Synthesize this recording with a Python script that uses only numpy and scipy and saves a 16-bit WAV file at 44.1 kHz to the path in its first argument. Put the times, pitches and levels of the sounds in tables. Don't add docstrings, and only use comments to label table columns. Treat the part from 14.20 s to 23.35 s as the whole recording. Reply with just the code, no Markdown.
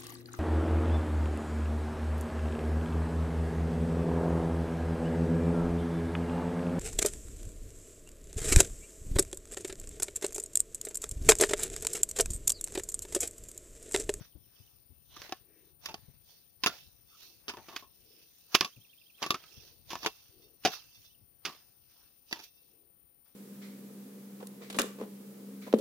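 import sys
import numpy as np
from scipy import signal
from scipy.fft import rfft, irfft, next_fast_len
from scipy.io import wavfile
from scipy.ndimage import uniform_filter1d

SR = 44100
rng = np.random.default_rng(int(sys.argv[2]) if len(sys.argv) > 2 else 0)


def generate_wav(signal):
    frames = np.transpose(np.atleast_2d(signal))
    scaled = np.clip(frames, -1, 1) * 32767
    pcm = np.round(scaled).astype(np.int16)
    wavfile.write(sys.argv[1], SR, pcm)


def makeup_ratio(level_db):
    decades = np.asarray(level_db, float) / 20
    return 10 ** decades


N = 403515

# (frequency [Hz], level [dB], t60 at damping 1 [s])
BLADE_MODES = [(2075, -8, .12), (2692, 2, .25), (3470, -1, .15), (3660, -3, .15), (3850, -7, .1),
               (4450, -4, .18), (4640, -8, .1), (4945, -6, .18), (5455, -8, .18), (5705, -5, .18),
               (6155, -11, .1)]


def evened(x):
    return x / np.sqrt(np.mean(x ** 2) + 1e-20)


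def read(points, hz):
    f, value = np.transpose(points)
    return np.interp(np.log(hz + 1), np.log(f + 1), value)


def curves(rows):
    s, *columns = np.transpose(rows)
    return [np.interp(np.arange(N) / SR, s, c) for c in columns]


def add(mix, s, sound):
    part = mix[..., max(round(s * SR), 0):][..., :sound.shape[-1]]
    part += sound[..., :part.shape[-1]]


def sides(pan_db):
    return makeup_ratio(np.multiply.outer([.5, -.5], pan_db))


def colour(points):
    half = np.log(makeup_ratio(read(points, np.fft.rfftfreq(4096, 1 / SR))))
    full = np.r_[half, half[-2:0:-1]]
    taps = np.fft.ifft(np.exp(full - 1j * signal.hilbert(full).imag)).real[:2048]
    return taps / np.linalg.norm(taps)


def ring(modes, damping):
    t = np.arange(SR // 4) / SR
    taps = sum(makeup_ratio(db - 60 * t * damping / t60) * np.sin(2 * np.pi * hz * t) for hz, db, t60 in modes)
    return taps / np.linalg.norm(taps)


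def grains(count, per_s, spread_db, hiss):
    luck, size, noise = rng.random(count), rng.exponential(1, count), rng.standard_normal(count)
    clicks = (luck < per_s / SR) * makeup_ratio(spread_db * np.minimum(size, 4)) * np.sign(noise)
    return evened(evened(clicks) + hiss * noise)


def band(x, lo_hz, hi_hz):
    return signal.sosfilt(signal.butter(2, [lo_hz, hi_hz], "band", fs=SR, output="sos"), x)


def air():
    # (frequency [Hz], density [dB])
    hiss_spectrum = [(25, -36.5), (60, -9.5), (114, -3.5), (370, -6.5), (800, -14), (1500, -20),
                     (3000, -20.5), (6000, -26), (7500, -33), (9000, -31.5), (9400, -18), (10100, -17),
                     (12800, -20), (13300, -13), (15600, -10.5), (15900, -46)]
    # (frequency [Hz], left-right [dB])
    hiss_sides = [(100, 5), (380, 4.5), (1300, 3), (4400, -5.5), (7000, -7), (9300, 13), (15000, 18)]
    level_db = -71.5
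    frames, hz = N // 256 + 5, np.fft.rfftfreq(1024, 1 / SR)
    a, b = rng.standard_normal((2, 2, frames, 513))
    patches = rng.standard_normal((frames, 513))
    patches = evened(uniform_filter1d(uniform_filter1d(patches, 12, 0), 14, 1))
    z = (a + 1j * b) * makeup_ratio(read(hiss_spectrum, hz) + 0.64 * patches)
    gains = sides(read(hiss_sides, hz))
    z *= gains[:, None] / np.hypot(*gains)
    hiss = signal.istft(z.swapaxes(1, 2), nperseg=1024, noverlap=768)[1][:, :N]
    return makeup_ratio(level_db) * evened(hiss)


def whine():
    # (frequency [Hz], relative level [dB])
    tones = [(9524, -65), (14287, -61)]
    drift = 1 + 0.00025 * evened(band(rng.standard_normal(N), 0.22, 13))
    flutter = 1 + 0.25 * evened(band(rng.standard_normal(N), 5, 60))
    tone = sum(makeup_ratio(db + 0.5) * np.sin(2 * np.pi * np.cumsum(hz * drift) / SR) for hz, db in tones)
    return tone * flutter * makeup_ratio(np.array([[0], [-26]]))


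def wind():
    # (time [s], level [dB])
    rumble_level = [(0.0, -74), (0.38, -80), (1.02, -71), (1.35, -82), (1.78, -68.5), (2.24, -84),
                    (2.68, -74), (2.98, -83.5), (3.34, -73.5), (4.71, -91.5), (5.76, -70), (5.96, -78.5),
                    (7.26, -81.5), (8.28, -87), (8.79, -86), (9.15, -88)]
    # (time [s], level [dB], frequency [Hz], left-right [dB], t60 [s])
    bumps = [(0.009, -31.5, 121, 25.5, 0.031), (0.15, -47.5, 65, 23, 0.11), (0.261, -65, 110, 22, 0.15),
             (0.399, -54, 99.6, 23, 0.069), (0.7, -57.5, 76, 24, 0.14), (1.881, -54, 136, 28, 0.12),
             (4.565, -47, 115, 7, 0.14), (5.368, -55, 83.1, 24, 0.099), (7.01, -52, 95, 9.5, 0.11)]
    lumps = makeup_ratio(3 * evened(band(rng.standard_normal((2, N)), 3, 18)))
    rumble = evened(band(rng.standard_normal((2, N)), 45, 140) * lumps)
    out = rumble * makeup_ratio(curves(rumble_level)[0]) * sides(20)[:, None]
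    t = np.arange(SR // 4) / SR
    for s, db, hz, pan_db, t60 in bumps:
        push = np.sin(2 * np.pi * hz * t) + .5 * evened(band(rng.standard_normal(len(t)), 38, 200))
        envelope = makeup_ratio(db - 60 * t / t60) * (1 - np.exp(-t / 0.0047))
        add(out, s, envelope * push * sides(pan_db)[:, None])
    return out


def whistle(note, db):
    s, hz, level_db = np.transpose(note)
    t = np.arange(0, s[-1], 1 / SR)
    turns = np.cumsum(np.interp(t, s, hz)) * rng.normal(1, 0.0039) / SR
    return makeup_ratio(db + np.interp(t, s, level_db)) * np.sin(2 * np.pi * turns)


def birds():
    # (time [s], frequency [Hz], level against the call [dB])
    trill_note = [(0, 2794, -35), (.004, 3076, -3), (.016, 3266, 2.5), (.019, 4014, -14),
                  (.023, 4076, -6.5), (.03, 3266, -1.5), (.034, 3220, -23.5), (.038, 2850, -24.5),
                  (.043, 2813, 2.5), (.05, 2480, 4), (.057, 2195, -35)]
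    fall_note = [(0, 3400, -20), (.004, 3300, -2), (.016, 2950, 0), (.023, 2750, -20)]
    arch_note = [(0, 2670, -30), (.01, 2980, 8), (.028, 3080, -3), (.04, 3730, 0), (.05, 3300, -7),
                 (.058, 2900, 11), (.066, 2700, -36)]
    # (time [s], level [dB])
    fall_calls = [(.118, -75.5), (.233, -77), (.353, -71), (6.59, -63), (6.706, -73), (6.822, -73)]
    arch_calls = [(0.422, -78), (6.893, -77)]
    trill_start_s, trill_step_s, trill_db = 4.521, .0836, -68
    out = np.zeros(N)
    for k in range(11):
        add(out, trill_start_s + k * trill_step_s, whistle(trill_note, trill_db))
    for note, calls in ((fall_note, fall_calls), (arch_note, arch_calls)):
        for s, db in calls:
            add(out, s, whistle(note, db))
    t = np.arange(SR // 5) / SR
    echoes = rng.standard_normal((2, len(t))) * makeup_ratio(-37.5 - 60 * t / .3)
    smeared = signal.oaconvolve(out[None], echoes, axes=1)[:, :N]
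    return (out + smeared) * sides(-19)[:, None]


def swing():
    # (start [s], length [s], centre [Hz], width [Hz], level [dB])
    swishes = [(0.878, 0.18, 3500, 900, -63), (1.179, 0.4, 376, 146, -72), (1.239, 0.25, 2060, 800, -79),
               (2.896, 0.095, 1254, 200, -69), (2.947, 0.28, 364, 180, -76.5), (3.75, 0.34, 381, 182, -73),
               (5.248, 0.39, 386, 178, -73), (6.08, 0.3, 377, 169, -69), (8.4, 0.36, 371.3, 169.7, -77.5)]
    out = np.zeros(N)
    for s, length_s, hz, width_hz, db in swishes:
        count = round(max(length_s, .03) * SR)
        hiss = band(rng.standard_normal(count), hz - width_hz / 2, hz + width_hz / 2)
        add(out, s, makeup_ratio(db) * evened(hiss) * np.hanning(count) ** 0.43)
    return out


def brushes():
    # (start [s], length, at least 0.03 [s], level of the grains [dB])
    touches = [(0.288, 0.17, -71.5), (1.6, 0.12, -60), (2.553, 0.077, -63.5), (2.863, 0.1, -61),
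               (5.393, 0.059, -65), (5.955, .05, -66), (6.197, 0.07, -63), (6.707, 0.09, -61.5),
               (6.829, 0.043, -60), (7.684, 0.13, -82), (8.192, 0.029, -67), (8.251, 0.24, -74.5)]
    out = np.zeros(N)
    for s, length_s, db in touches:
        count = round(max(length_s, .03) * SR)
        add(out, s, makeup_ratio(db) * grains(count, 320, 4, 0.3) * np.hanning(count) ** .5)
    out = signal.oaconvolve(out, ring(BLADE_MODES, damping=1))[:N]
    return np.array([out, np.roll(out, 9)])


def stirring(faster, dull):
    # (enters [s], leaves [s], crumbling on entry [dB], on leaving [dB],
    # scrape against it, times dull [dB], settling at faster 1, at least 0.02 [s per 20 dB])
    strokes = [(0.927, 1.155, -71, -70, 4.5, 0.13), (1.651, 1.77, -56.5, -71.5, -0.5, 0.55),
               (2.432, 2.537, -66.5, -55, -1.5, .2), (3.31, 3.609, -71, -57, 0, -0.07),
               (4.332, 4.49, -52.5, -60, -3, -0.24), (5.017, 5.194, -56, -64.5, 0, 0.54),
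               (5.706, 5.897, -52, -62, -6, .5), (6.445, 6.561, -59, -59.5, -1, 0.23),
               (7.254, 7.288, -69, -56.5, 4.5, 0.1666), (8.094, 8.259, -62.5, -60.5, -13, 0.07)]
    # (loudest [s], swell and fade at faster 1,
    # each at least 0.02 [s per 20 dB], level [dB], scrape against it, times dull [dB])
    sweeps = [(.05, 26, 0.1, -65, -0.5), (.386, 0.43, 0.73, -70.5, -6.5), (1.044, 0.17, 0.14, -55.5, 3.5),
              (1.498, 0.5, .09, -73.5, -6), (2.102, 0.1, .27, -63, -8), (3.035, 0.14, 0.2, -55.5, -12),
              (3.32, 0.5, 0.4, -77, 8), (4.038, .5, -0.46, -65.5, -15), (4.22, 1.44, 2.3, -68, -16.5),
              (5.484, 0.7, 0.15, -61, -12), (5.825, 0, .13, -52.5, -4), (6.533, 0.0556, 0.074, -43.5, -2),
              (6.858, 0.35, 0.13, -64, -25), (7.705, .02, .5, -69, -11), (7.831, 0.5, 0.24, -71, -4),
              (8.24, 0.02, -0.05, -50, -14), (8.5, 0.4, 0.22, -74, -17), (9.06, -0.24, .3, -74.5, -2)]
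    entry_s_per_20db = 0.039
    late_db, late_slower = -15.5, 3.5
    leaves_db = -90.5
    t = np.arange(0, N + 64, 64) / SR
    power = makeup_ratio(2 * (leaves_db - 12 * dull))
    for start, end, in_db, out_db, dull_db, settle in strokes:
        before = np.maximum(start - t, 0)
        after_db = faster * 20 * np.maximum(t - end, 0) / max(settle, .02)
        db = np.interp(t, [start, end], [in_db, out_db]) + dull * dull_db - 20 * before / entry_s_per_20db
        late = (t > end) * makeup_ratio(2 * (db + late_db - after_db / late_slower))
        power = power + makeup_ratio(2 * (db - after_db)) + late
    for s, swell, fade, db, dull_db in sweeps:
        away = np.where(t < s, (s - t) / max(swell, .02), (t - s) / max(fade, .02))
        power = power + makeup_ratio(2 * (db + dull * dull_db - faster * 20 * away))
    return np.interp(np.arange(N) / SR, t, np.sqrt(power))


def drag():
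    # (frequency [Hz], density [dB])
    rustle_spectrum = [(880, -41), (1500, -17.5), (2030, -11), (2580, 0), (5750, 2), (8340, -25),
                       (9220, -14.5), (12800, -5), (14800, -4.5), (16000, -13), (16500, -32)]
    rustle_gain, scrape_gain = stirring(1, 0), stirring(1.8, 0.92)
    clumps = makeup_ratio(1.2 * evened(band(rng.standard_normal(N), 18, 80)))
    patches = rng.standard_normal((257, N // 128 + 9))
    patches = makeup_ratio(2.2 * evened(uniform_filter1d(uniform_filter1d(patches, 8, 0), 30, 1)))
    paths = []
    for path in range(2):
        crumbs = grains(N, 4000, 2.7, 1.4) * clumps * rustle_gain
        crumbs = signal.oaconvolve(crumbs, colour(rustle_spectrum))[:N]
        ticks = grains(N, 420, 4.7, 0.21) * clumps * rustle_gain
        crumbs += makeup_ratio(-10.5) * signal.oaconvolve(ticks, ring(BLADE_MODES, damping=1.2))[:N]
        scrape = evened(band(grains(N, 1200, 3, 0.66) * clumps, 430, 3000)) * scrape_gain
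        z = signal.stft(crumbs + scrape, nperseg=512, noverlap=384)[2]
        patchy = signal.istft(z * patches[:, :z.shape[1]], nperseg=512, noverlap=384)[1]
        paths.append(patchy[:N])
    return np.array(paths) * sides(-0.45)[:, None, None]


def blows():
    # (time [s], level [dB], relative handle knock [dB], knock pitch [Hz], grit fall [dB per 10 ms, at least 3,
    # applied x1.5])
    hits = [(0.965, -39, -4.5, 1170, 10.5), (1.018, -37, -14, 1100, 16), (1.094, -42.5, -4, 740, 18),
            (1.123, -28.5, -2, 747, 16), (1.658, -24, -22, 1130, 10), (1.687, -28.5, -10.5, 880, 1.5),
            (1.742, -31.5, -5, 770, 15.5), (2.436, -15, -13, 1040, 10), (2.461, -11.5, -11.5, 1120, 10),
            (2.4696, -13.5, -11.5, 1420, 9), (2.492, -30, -8, 1385, 5.5), (3.281, -20.5, -14.5, 1230, 4),
            (3.294, -25, -11.5, 990, 8.5), (3.337, -43.5, 3.5, 1000, 7.5), (3.37, -44.5, 3, 964, 14),
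            (3.385, -49.5, 5, 900, 5), (3.485, -34, -8, 1130, 2.5), (3.527, -45.5, 3.5, 1120, -1),
            (3.562, -24.5, -17, 1140, 10), (3.624, -43, -2.5, 1060, 3), (4.344, -15, -22, 1100, 7.5),
            (4.3482, -10, -10, 1057, 11.5), (4.351, -8.5, -16, 1050, 12), (4.409, -13.5, -11.5, 1060, 14),
            (4.422, -26, -5, 1135, 7.5), (4.446, -21, -11, 1134, 7), (5.02, -27.5, -7, 1180, 6),
            (5.027, -19.5, -10.5, 880, 8.5), (5.038, -26.5, -5.5, 1130, 5), (5.063, -26, -6, 1140, 8),
            (5.105, -13, -7, 1160, 8), (5.143, -26, -3, 1290, 7.5), (5.238, -43.5, -10.5, 1270, 7.5),
            (5.704, -22.5, -16, 1070, 3), (5.732, -34, 1, 950, 13), (5.754, -32.5, 0.5, 1030, 10.5),
            (5.83, -26, -13.5, 1190, 4), (5.846, -26, -5.5, 920, 6), (5.861, -15, -11, 1000, 8.5),
            (5.868, -24, -7, 766, 10), (6.436, -33.5, -20, 1270, 2.5), (6.45, -9, -7, 762, 5),
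            (6.473, -20.5, -20, 875, 6.5), (7.251, -16, -20, 1190, 4.5), (7.275, -35, -2, 1156, 2),
            (8.111, -33, -9.5, 1010, 4.5), (8.127, -20.5, -10.5, 1930, 12.5), (8.139, -31, -15, 970, 3),
            (8.157, -34, -13, 914, 3), (8.191, -31.5, -16, 910, 3.5)]
    # (frequency [Hz], level [dB], t60 at damping 1 [s])
    handle_modes = [(368, -2, 0.065), (442, -1.5, 0.064), (762, -5, 0.051), (1100, -4, 0.11),
                    (1190, -10, 0.012), (1750, -6, 0.1)]
    # (frequency [Hz], density [dB])
    grit_spectrum = [(710, -35), (1200, -6.5), (1920, -10), (2760, -2), (3880, -8.5), (4140, -12),
                     (4780, -5.5), (6360, -17), (8180, -32.5), (10900, -18), (15100, -29), (16000, -22),
                     (16500, -44.5)]
    ring_db, ring_loss_db = -6.5, 0.74
    t = np.arange(SR // 5) / SR - .03
    after = np.maximum(t, 0)
    crack = np.diff(t > .0006, prepend=False) * 1.
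    steel = ring(BLADE_MODES, damping=2.2)
    crunch, wood = colour(grit_spectrum), ring(handle_modes, damping=1.5)
    weeds = makeup_ratio(-29.0 - 2000 * np.maximum(-t, 0) - 230 * after)
    out = np.zeros((2, 2, N))
    for s, db, knock_db, hz, fall_db in hits:
        dying_db = 1.5 * 100 * max(fall_db, 3) * after
        hit = (1 - np.exp(-after / 0.00028)) * makeup_ratio(-dying_db)
        spray = grains(len(t), 6000, 3.6, 0.11) * (hit + weeds) + 0.47 * fall_db * crack
        shove = grains(len(t), 2500, 4.2, 0.56) * (hit ** 0.78 + .2 * weeds) + 8 * crack
        grit = signal.fftconvolve(spray, crunch)[:len(t)]
        blade = makeup_ratio(ring_db - ring_loss_db * fall_db) * signal.fftconvolve(spray, steel)[:len(t)]
        contact = ring([(hz, 0, .038)], damping=0.98)
        knock = signal.fftconvolve(shove, wood + 2.2 * contact)[:len(t)]
        knock = knock + 4 * band(shove, 110, 1800)
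        bright = 0.018 * evened(grit + blade) * np.sqrt(max(fall_db, 3))
        sound = bright + makeup_ratio(knock_db - 19) * evened(knock)
        paths = np.array([sound, np.roll(sound, rng.integers(-12, 13))])
        paths = paths * signal.windows.tukey(len(t), .2)
        add(out, s + t[0], makeup_ratio(db) * sides(-0.98)[:, None, None] * paths)
    return out


def ports(x):
    # (frequency [Hz], left-right [dB])
    port_sides = [(100, 6), (380, 9.5), (700, 8.5), (1300, 3), (2400, -0.5), (3500, -4), (4600, -8.5),
                  (5000, -8), (6500, -17), (8100, -7.5), (10000, -2.5), (15000, 9)]
    # (frequency [Hz], left-right likeness [0..1])
    likeness = [(500, 0.92), (1200, 0.95), (2200, 0.12), (3500, 0.067), (15000, .05)]
    size = next_fast_len(N + 2048)
    hz = np.fft.rfftfreq(size, 1 / SR)
    same, z = np.clip(read(likeness, hz), 0, 1), rfft(x, size)
    heard = np.array([z[0, 0], same * z[1, 0] + np.sqrt(1 - same ** 2) * z[1, 1]])
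    thin = hz ** 2 / np.hypot(hz ** 2, 110 ** 2)
    return irfft(heard * thin * sides(read(port_sides, hz)), size)[:, :N]


def scene():
    tool = blows() + drag() + brushes() + swing()
    return ports(tool) + air() + wind() + birds() + whine()


def roll_off(x):
    return signal.sosfilt(signal.butter(12, 16820, fs=SR, output="sos"), x)


def record(dry):
    return roll_off(dry)


dry = scene()
out = record(dry)
generate_wav(out)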